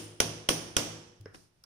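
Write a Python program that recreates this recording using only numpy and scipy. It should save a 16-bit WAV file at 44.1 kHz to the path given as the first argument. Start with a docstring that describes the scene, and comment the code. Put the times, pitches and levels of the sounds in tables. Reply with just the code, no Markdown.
"""Hammering a hole punch through foam.

A hammer drives a steel punch through foam on a cutting mat, close to a phone in a hard, echoing room.
Each blow is a few milliseconds of crushing contact that rings punch and mat; the room answers with a
noise tail and standing waves. Then the tools are shifted: knocks, ticks and a rustle over a faint hush."""
import sys
import numpy as np
from scipy import signal
from scipy.fft import rfft, irfft, next_fast_len
from scipy.io import wavfile

SR = 44100
rng = np.random.default_rng(int(sys.argv[2]) if len(sys.argv) > 2 else 0)


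def generate_wav(signal):
    """Clip the signal to [-1, 1] and save it as 16-bit WAV at the path in sys.argv[1]."""
    frames = np.transpose(np.atleast_2d(signal))
    scaled = np.clip(frames, -1, 1) * 32767
    pcm = np.round(scaled).astype(np.int16)
    wavfile.write(sys.argv[1], SR, pcm)


N = 72765
PREROLL_SAMPLES = SR // 8

# Hammer blows, the first just before the start. Each row: start in seconds, close level in dB,
# thump re close level in dB, tail trim in dB, boom trim in dB, then a gain in dB per TREBLE_BANDS row.
BLOWS = [(-.085, -21, -7, -6, 0, -5, 1.5, 7, 9), (0.2013, -13, -20.5, -0.5, 1.5, 1, -4.5, -3, -3),
         (0.4883, -14.5, -12, 0.5, 3, 1.2, -5.5, 3, 4.5), (0.7658, -15, -9.5, 0, 0.22, 0, 1.5, -9.5, 0)]
# Bands each blow excites differently. Each row: centre in Hz, width in Hz.
TREBLE_BANDS = [(5900, 870), (7750, 1200), (9350, 720), (14800, 1000)]
# Modes of punch, hammer head and mat. 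Each row: frequency in Hz, level in dB, t60 in seconds.
PUNCH_MODES = [(380, -4.5, 0.018), (517, -3, 0.024), (1130, -6.5, 0.04), (1451, -6, 0.029),
               (2060, -7, 0.012), (2863, -1.5, 0.018), (3226, 8, 0.0096), (4640, -20, 0.03),
               (5760, -6.5, 0.016), (6020, -20.5, .02), (8860, -3, 0.016), (14850, -3, 0.012)]
# Standing waves of room and bench. Each row: frequency in Hz, level in dB, t60 in seconds.
BOOM_MODES = [(107.03, -1.5, 0.76), (160.06, 1.5, 0.56), (200.5, 0, 0.17), (242, -14, 0.57),
              (296.6, 5, 0.26), (323.5, -7, 0.76), (356.6, -11.5, 1.2), (485.5, -17, 1.1)]
# Noise spectra of contact, room tail, hush and rustle. Each row: frequency in Hz, level in dB.
CRUNCH_SPECTRUM = [(150, 2), (600, -2.5), (1500, -6.5), (2400, -2.5), (3400, -6), (4200, -11.5),
                   (7000, -7.5), (12000, -11.5), (15500, -32)]
ROOM_SPECTRUM = [(25, -23.5), (70, -8.5), (300, 0), (550, -2.5), (1000, -10), (2000, -12.5), (3200, -9),
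                 (4000, -16), (5300, -16.5), (5950, -12.5), (6500, -15), (7900, -17), (9500, -13.5),
                 (11500, -20), (13900, -31), (14400, -18.5), (15000, -15), (15400, -58)]
HUSH_SPECTRUM = [(25, -3), (150, -2), (460, -14), (3200, -23), (5700, -31.5), (11000, -30.5), (15000, -39),
                 (15700, -62)]
RUSTLE_SPECTRUM = [(250, 13.5), (2000, -4), (5300, -2.5), (7500, -5), (10000, -2), (15000, -12.5),
                   (15700, -44.5)]
# Room decay. Each row: frequency in Hz, t60 in seconds.
ROOM_DECAY = [(60, 1), (160, 0.83), (420, 0.75), (1100, 0.83), (2900, 0.74), (7700, 0.62), (14000, 0.41)]
# Stereo image of the room. Each row: frequency in Hz, left-right correlation.
ROOM_CORRELATION = [(60, 0.77), (180, 1), (550, 0.27), (1650, -0.11), (4970, 0.0083), (15000, 0.18)]
# Balance of a close source. Each row: frequency in Hz, left minus right in dB.
CLOSE_BALANCE = [(150, 0.5), (530, 9.5), (1120, 0.5), (1460, -5), (2000, -1.5), (3200, -2.5), (12000, 1)]
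# Phase of a close source. Each row: frequency in Hz, left lead in radians.
CLOSE_LEAD = [(400, 0.84), (1120, -1.5), (1460, 0), (2000, 0.5), (2650, -1.9), (3300, 0.5), (4670, -2),
              (9000, 0.5), (15000, -1.5)]
# Bench knocks. Each row: start in seconds, level in dB, pitch in Hz, t60 in seconds, boom level in dB.
KNOCKS = [(1.2592, -39, 420, 0.063, -61.5), (1.2574, -39, 1570, 0.012, -80), (1.258, -60, 94, 0.85, -84),
          (1.2, -47.5, 100.9, 0.44, -62), (1.639, -52, 1340, 0.013, -85)]
# Tool and mat ticks. Each row: start in seconds, level in dB, centre in Hz, width in Hz, t60 in seconds.
TICKS = [(1.21, -58, 11000, 11000, 0.015), (1.2125, -62, 3200, 900, 0.011), (1.346, -52, 270, 220, 0.15),
         (1.2575, -56, 5250, 600, 0.011), (1.3455, -46.5, 1406, 2200, 0.041),
         (1.347, -63, 9600, 7900, 0.016), (1.357, -58.5, 4400, 3600, 0.016),
         (1.639, -51.5, 4900, 1400, 0.0127), (1.6377, -57, 12000, 11000, 0.018)]
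# Rustle envelope. Each row: time in seconds, level in dB.
RUSTLE_ENVELOPE = [(1.324, -89), (1.347, -58), (1.37, -62), (1.439, -67), (1.479, -74.5), (1.52, -91.5)]
# Microphone port resonances, left then right. Each row: centre in Hz, width in Hz, boost in dB.
PORT_RESONANCES = [(9270, 1100, 10), (5560, 1250, 14.5)]

SPLIT = np.array([[.5], [-.5]])  # half of a difference to each channel


def amp(db):
    return 10 ** (np.asarray(db) / 20)


def decay(t, t60_s):
    return amp(-60 * t / t60_s)


def unit_rms(x):
    return x / np.sqrt(np.mean(x ** 2) + 1e-20)


def curve_at(points, hz):
    """Interpolates (Hz, value) rows on a log axis."""
    f, values = np.transpose(points)
    return np.interp(np.log(hz + 1), np.log(f + 1), values)


def peak(f, hz, width_hz):
    return 1 / (1 + ((f - hz) / (width_hz / 2)) ** 2)


def filtered(x, response):
    """Applies a complex response, given as a function of Hz."""
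    size = next_fast_len(x.shape[-1] + 8192)
    return irfft(rfft(x, size) * response(np.fft.rfftfreq(size, 1 / SR)), size)[..., :x.shape[-1]]


def add(out, start_s, x):
    """Mixes x into a buffer that has pre-roll."""
    i = round(start_s * SR) + PREROLL_SAMPLES
    part = out[:, i:i + x.shape[-1]]
    part += x[..., :part.shape[-1]]


def stereo_noise(n, spectrum, correlation):
    """Shaped noise, rms 1."""
    def response(hz):
        angle = np.arccos(np.clip(curve_at(correlation, hz), -1, 1)) / 2
        return amp(curve_at(spectrum, hz)) * [np.cos(angle), np.sin(angle)]
    mid, side = filtered(rng.standard_normal((2, n)), response)
    return unit_rms(np.array([mid + side, mid - side]))


def band_noise(n, hz, width_hz):
    return unit_rms(filtered(rng.standard_normal((2, n)), lambda f: peak(f, hz, width_hz)))


def ring(modes, t, scatter_db, rise_per_t60=1e-4):
    """Damped modes with scattered levels and random phases."""
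    out = np.zeros(len(t))
    for hz, db, t60_s in modes:
        level = amp(db - scatter_db * rng.normal())
        rise = 1 - np.exp(-t / (rise_per_t60 * t60_s))
        out += level * rise * decay(t, t60_s) * np.sin(2 * np.pi * (hz * t + rng.random()))
    return out


def punch_strike(t, contact_s=0.0038, rise_s=0.0006, crunch_db=-5.5):
    """Crushing contact rings punch and mat; the close sound falls unevenly on the two ports."""
    envelope = amp(crunch_db) * decay(np.maximum(t - contact_s, 0), t60_s=0.013)
    crunch = envelope * stereo_noise(len(t), CRUNCH_SPECTRUM, correlation=[(100, 0.094)])
    ringing = ring(PUNCH_MODES, t, scatter_db=1.5, rise_per_t60=0.13)
    strike = (1 - np.exp(-t / rise_s)) * (crunch + ringing)
    return filtered(strike, lambda hz: amp(SPLIT * curve_at(CLOSE_BALANCE, hz))
                    * np.exp(1j * SPLIT * curve_at(CLOSE_LEAD, hz)))


def thump(t, hz=70.5, rise_s=0.00098, balance_db=-5, left_lead_rad=-1.1):
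    """Low damped sine under a blow, louder on the right."""
    envelope = np.minimum(t / rise_s, 1) * decay(t, t60_s=0.057)
    return amp(balance_db * SPLIT) * envelope * np.sin(2 * np.pi * hz * t + left_lead_rad * SPLIT)


def room_tail(t, delay_s=0.00363, rise_s=0.005, early_db=7):
    """Reverberation: noise with a strong early part, each frequency dying at its own rate."""
    hz, frame_s, bins = signal.stft(stereo_noise(len(t), ROOM_SPECTRUM, ROOM_CORRELATION), SR, nperseg=512)
    bins *= decay(frame_s, curve_at(ROOM_DECAY, hz)[:, None])
    _, tail = signal.istft(bins, SR, nperseg=512)
    rise = 1 - np.exp(-np.maximum(t - delay_s, 0) / rise_s)
    early = amp(early_db) * decay(t, t60_s=0.11)
    return rise * (1 + early) * tail[:, :len(t)]


def boom(t, rise_s=0.046, detune_hz=4.5, beat_db=-7.5, side_db=-15.5):
    """Standing waves of room and bench, each beating with a close neighbour."""
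    neighbours = [(hz + detune_hz * rng.normal(), db, t60_s) for hz, db, t60_s in BOOM_MODES]
    mid = ring(BOOM_MODES, t, scatter_db=0.5) + amp(beat_db) * ring(neighbours, t, scatter_db=1.5)
    side = amp(side_db) * ring(neighbours, t, scatter_db=0.5)
    return (1 - np.exp(-t / rise_s)) * np.array([mid + side, mid - side])


def hammer(tail_db=-33, boom_db=-37):
    """Each blow strikes the punch, thumps and excites the room, with its own treble colour."""
    out = np.zeros((2, N + PREROLL_SAMPLES))
    t = np.arange(SR) / SR
    close_t = t[:SR // 10]
    for start_s, close_db, thump_db, tail_trim_db, boom_trim_db, *treble_db in BLOWS:
        close = amp(close_db) * (punch_strike(close_t) + amp(thump_db) * thump(close_t))
        blow = amp(tail_db + tail_trim_db) * room_tail(t)
        blow[:, :len(close_t)] += close
        treble = lambda f: amp(sum(db * peak(f, *band) for db, band in zip(treble_db, TREBLE_BANDS)))
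        add(out, start_s, filtered(blow, treble) + amp(boom_db + boom_trim_db) * boom(t))
    return out


def hush(level_db=-71.5):
    """Steady, mostly low background noise."""
    return amp(level_db) * stereo_noise(N, HUSH_SPECTRUM, ROOM_CORRELATION)


def knocks(rise_s=0.00079, roughness=0.4, tail_db=-16.5):
    """Rough, dull rings with a noise tail; each wakes the bench."""
    out = np.zeros((2, N + PREROLL_SAMPLES))
    t = np.arange(SR // 2) / SR
    for start_s, db, hz, t60_s, boom_db in KNOCKS:
        grit = roughness * band_noise(len(t), hz, width_hz=0.68 * hz)[0]
        body = decay(t, t60_s) * (np.sin(2 * np.pi * hz * t) + grit)
        tail = amp(tail_db) * decay(t, t60_s=0.41) * band_noise(len(t), hz, width_hz=hz / 2)
        knock = amp(db) * np.minimum(t / rise_s, 1) * (body + tail)
        add(out, start_s, knock + amp(boom_db) * boom(t))
    return out


def ticks(room_db=-24.5, room_t60_s=0.49):
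    """Tools and mat tick: short band-noise bursts with a faint room tail."""
    out = np.zeros((2, N + PREROLL_SAMPLES))
    t = np.arange(SR // 2) / SR
    for start_s, db, hz, width_hz, t60_s in TICKS:
        envelope = decay(t, t60_s) + amp(room_db) * decay(t, room_t60_s)
        add(out, start_s, amp(db) * envelope * band_noise(len(t), hz, width_hz))
    return out


def rustle():
    """A hand brushes over the foam: one swell of noise."""
    times_s, db = np.transpose(RUSTLE_ENVELOPE)
    envelope = amp(np.interp(np.arange(N) / SR, times_s, db, left=-120, right=-120))
    return envelope * stereo_noise(N, RUSTLE_SPECTRUM, correlation=[(100, 0.062)])


def scene():
    impacts = hammer() + knocks() + ticks()
    return impacts[:, PREROLL_SAMPLES:] + hush() + rustle()


def record(dry, ceiling=0.5, hardness=3, cutoff_hz=16800):
    """Cavity resonance of each port, soft saturation, band limit."""
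    def bell(f, hz, width_hz, db):
        damping = 1j * f * width_hz
        return 1 + (amp(db) - 1) * damping / (hz ** 2 - f ** 2 + damping)

    def ports(f):
        left, right = (bell(f, *resonance) for resonance in PORT_RESONANCES)
        right_dip = bell(f, hz=9460, width_hz=6500, db=-10)
        return np.array([left, right * right_dip])

    x = filtered(dry, ports)
    saturated = x / (1 + np.abs(x / ceiling) ** hardness) ** (1 / hardness)
    return filtered(saturated, lambda f: f < cutoff_hz)


dry = scene()
out = record(dry)
generate_wav(out)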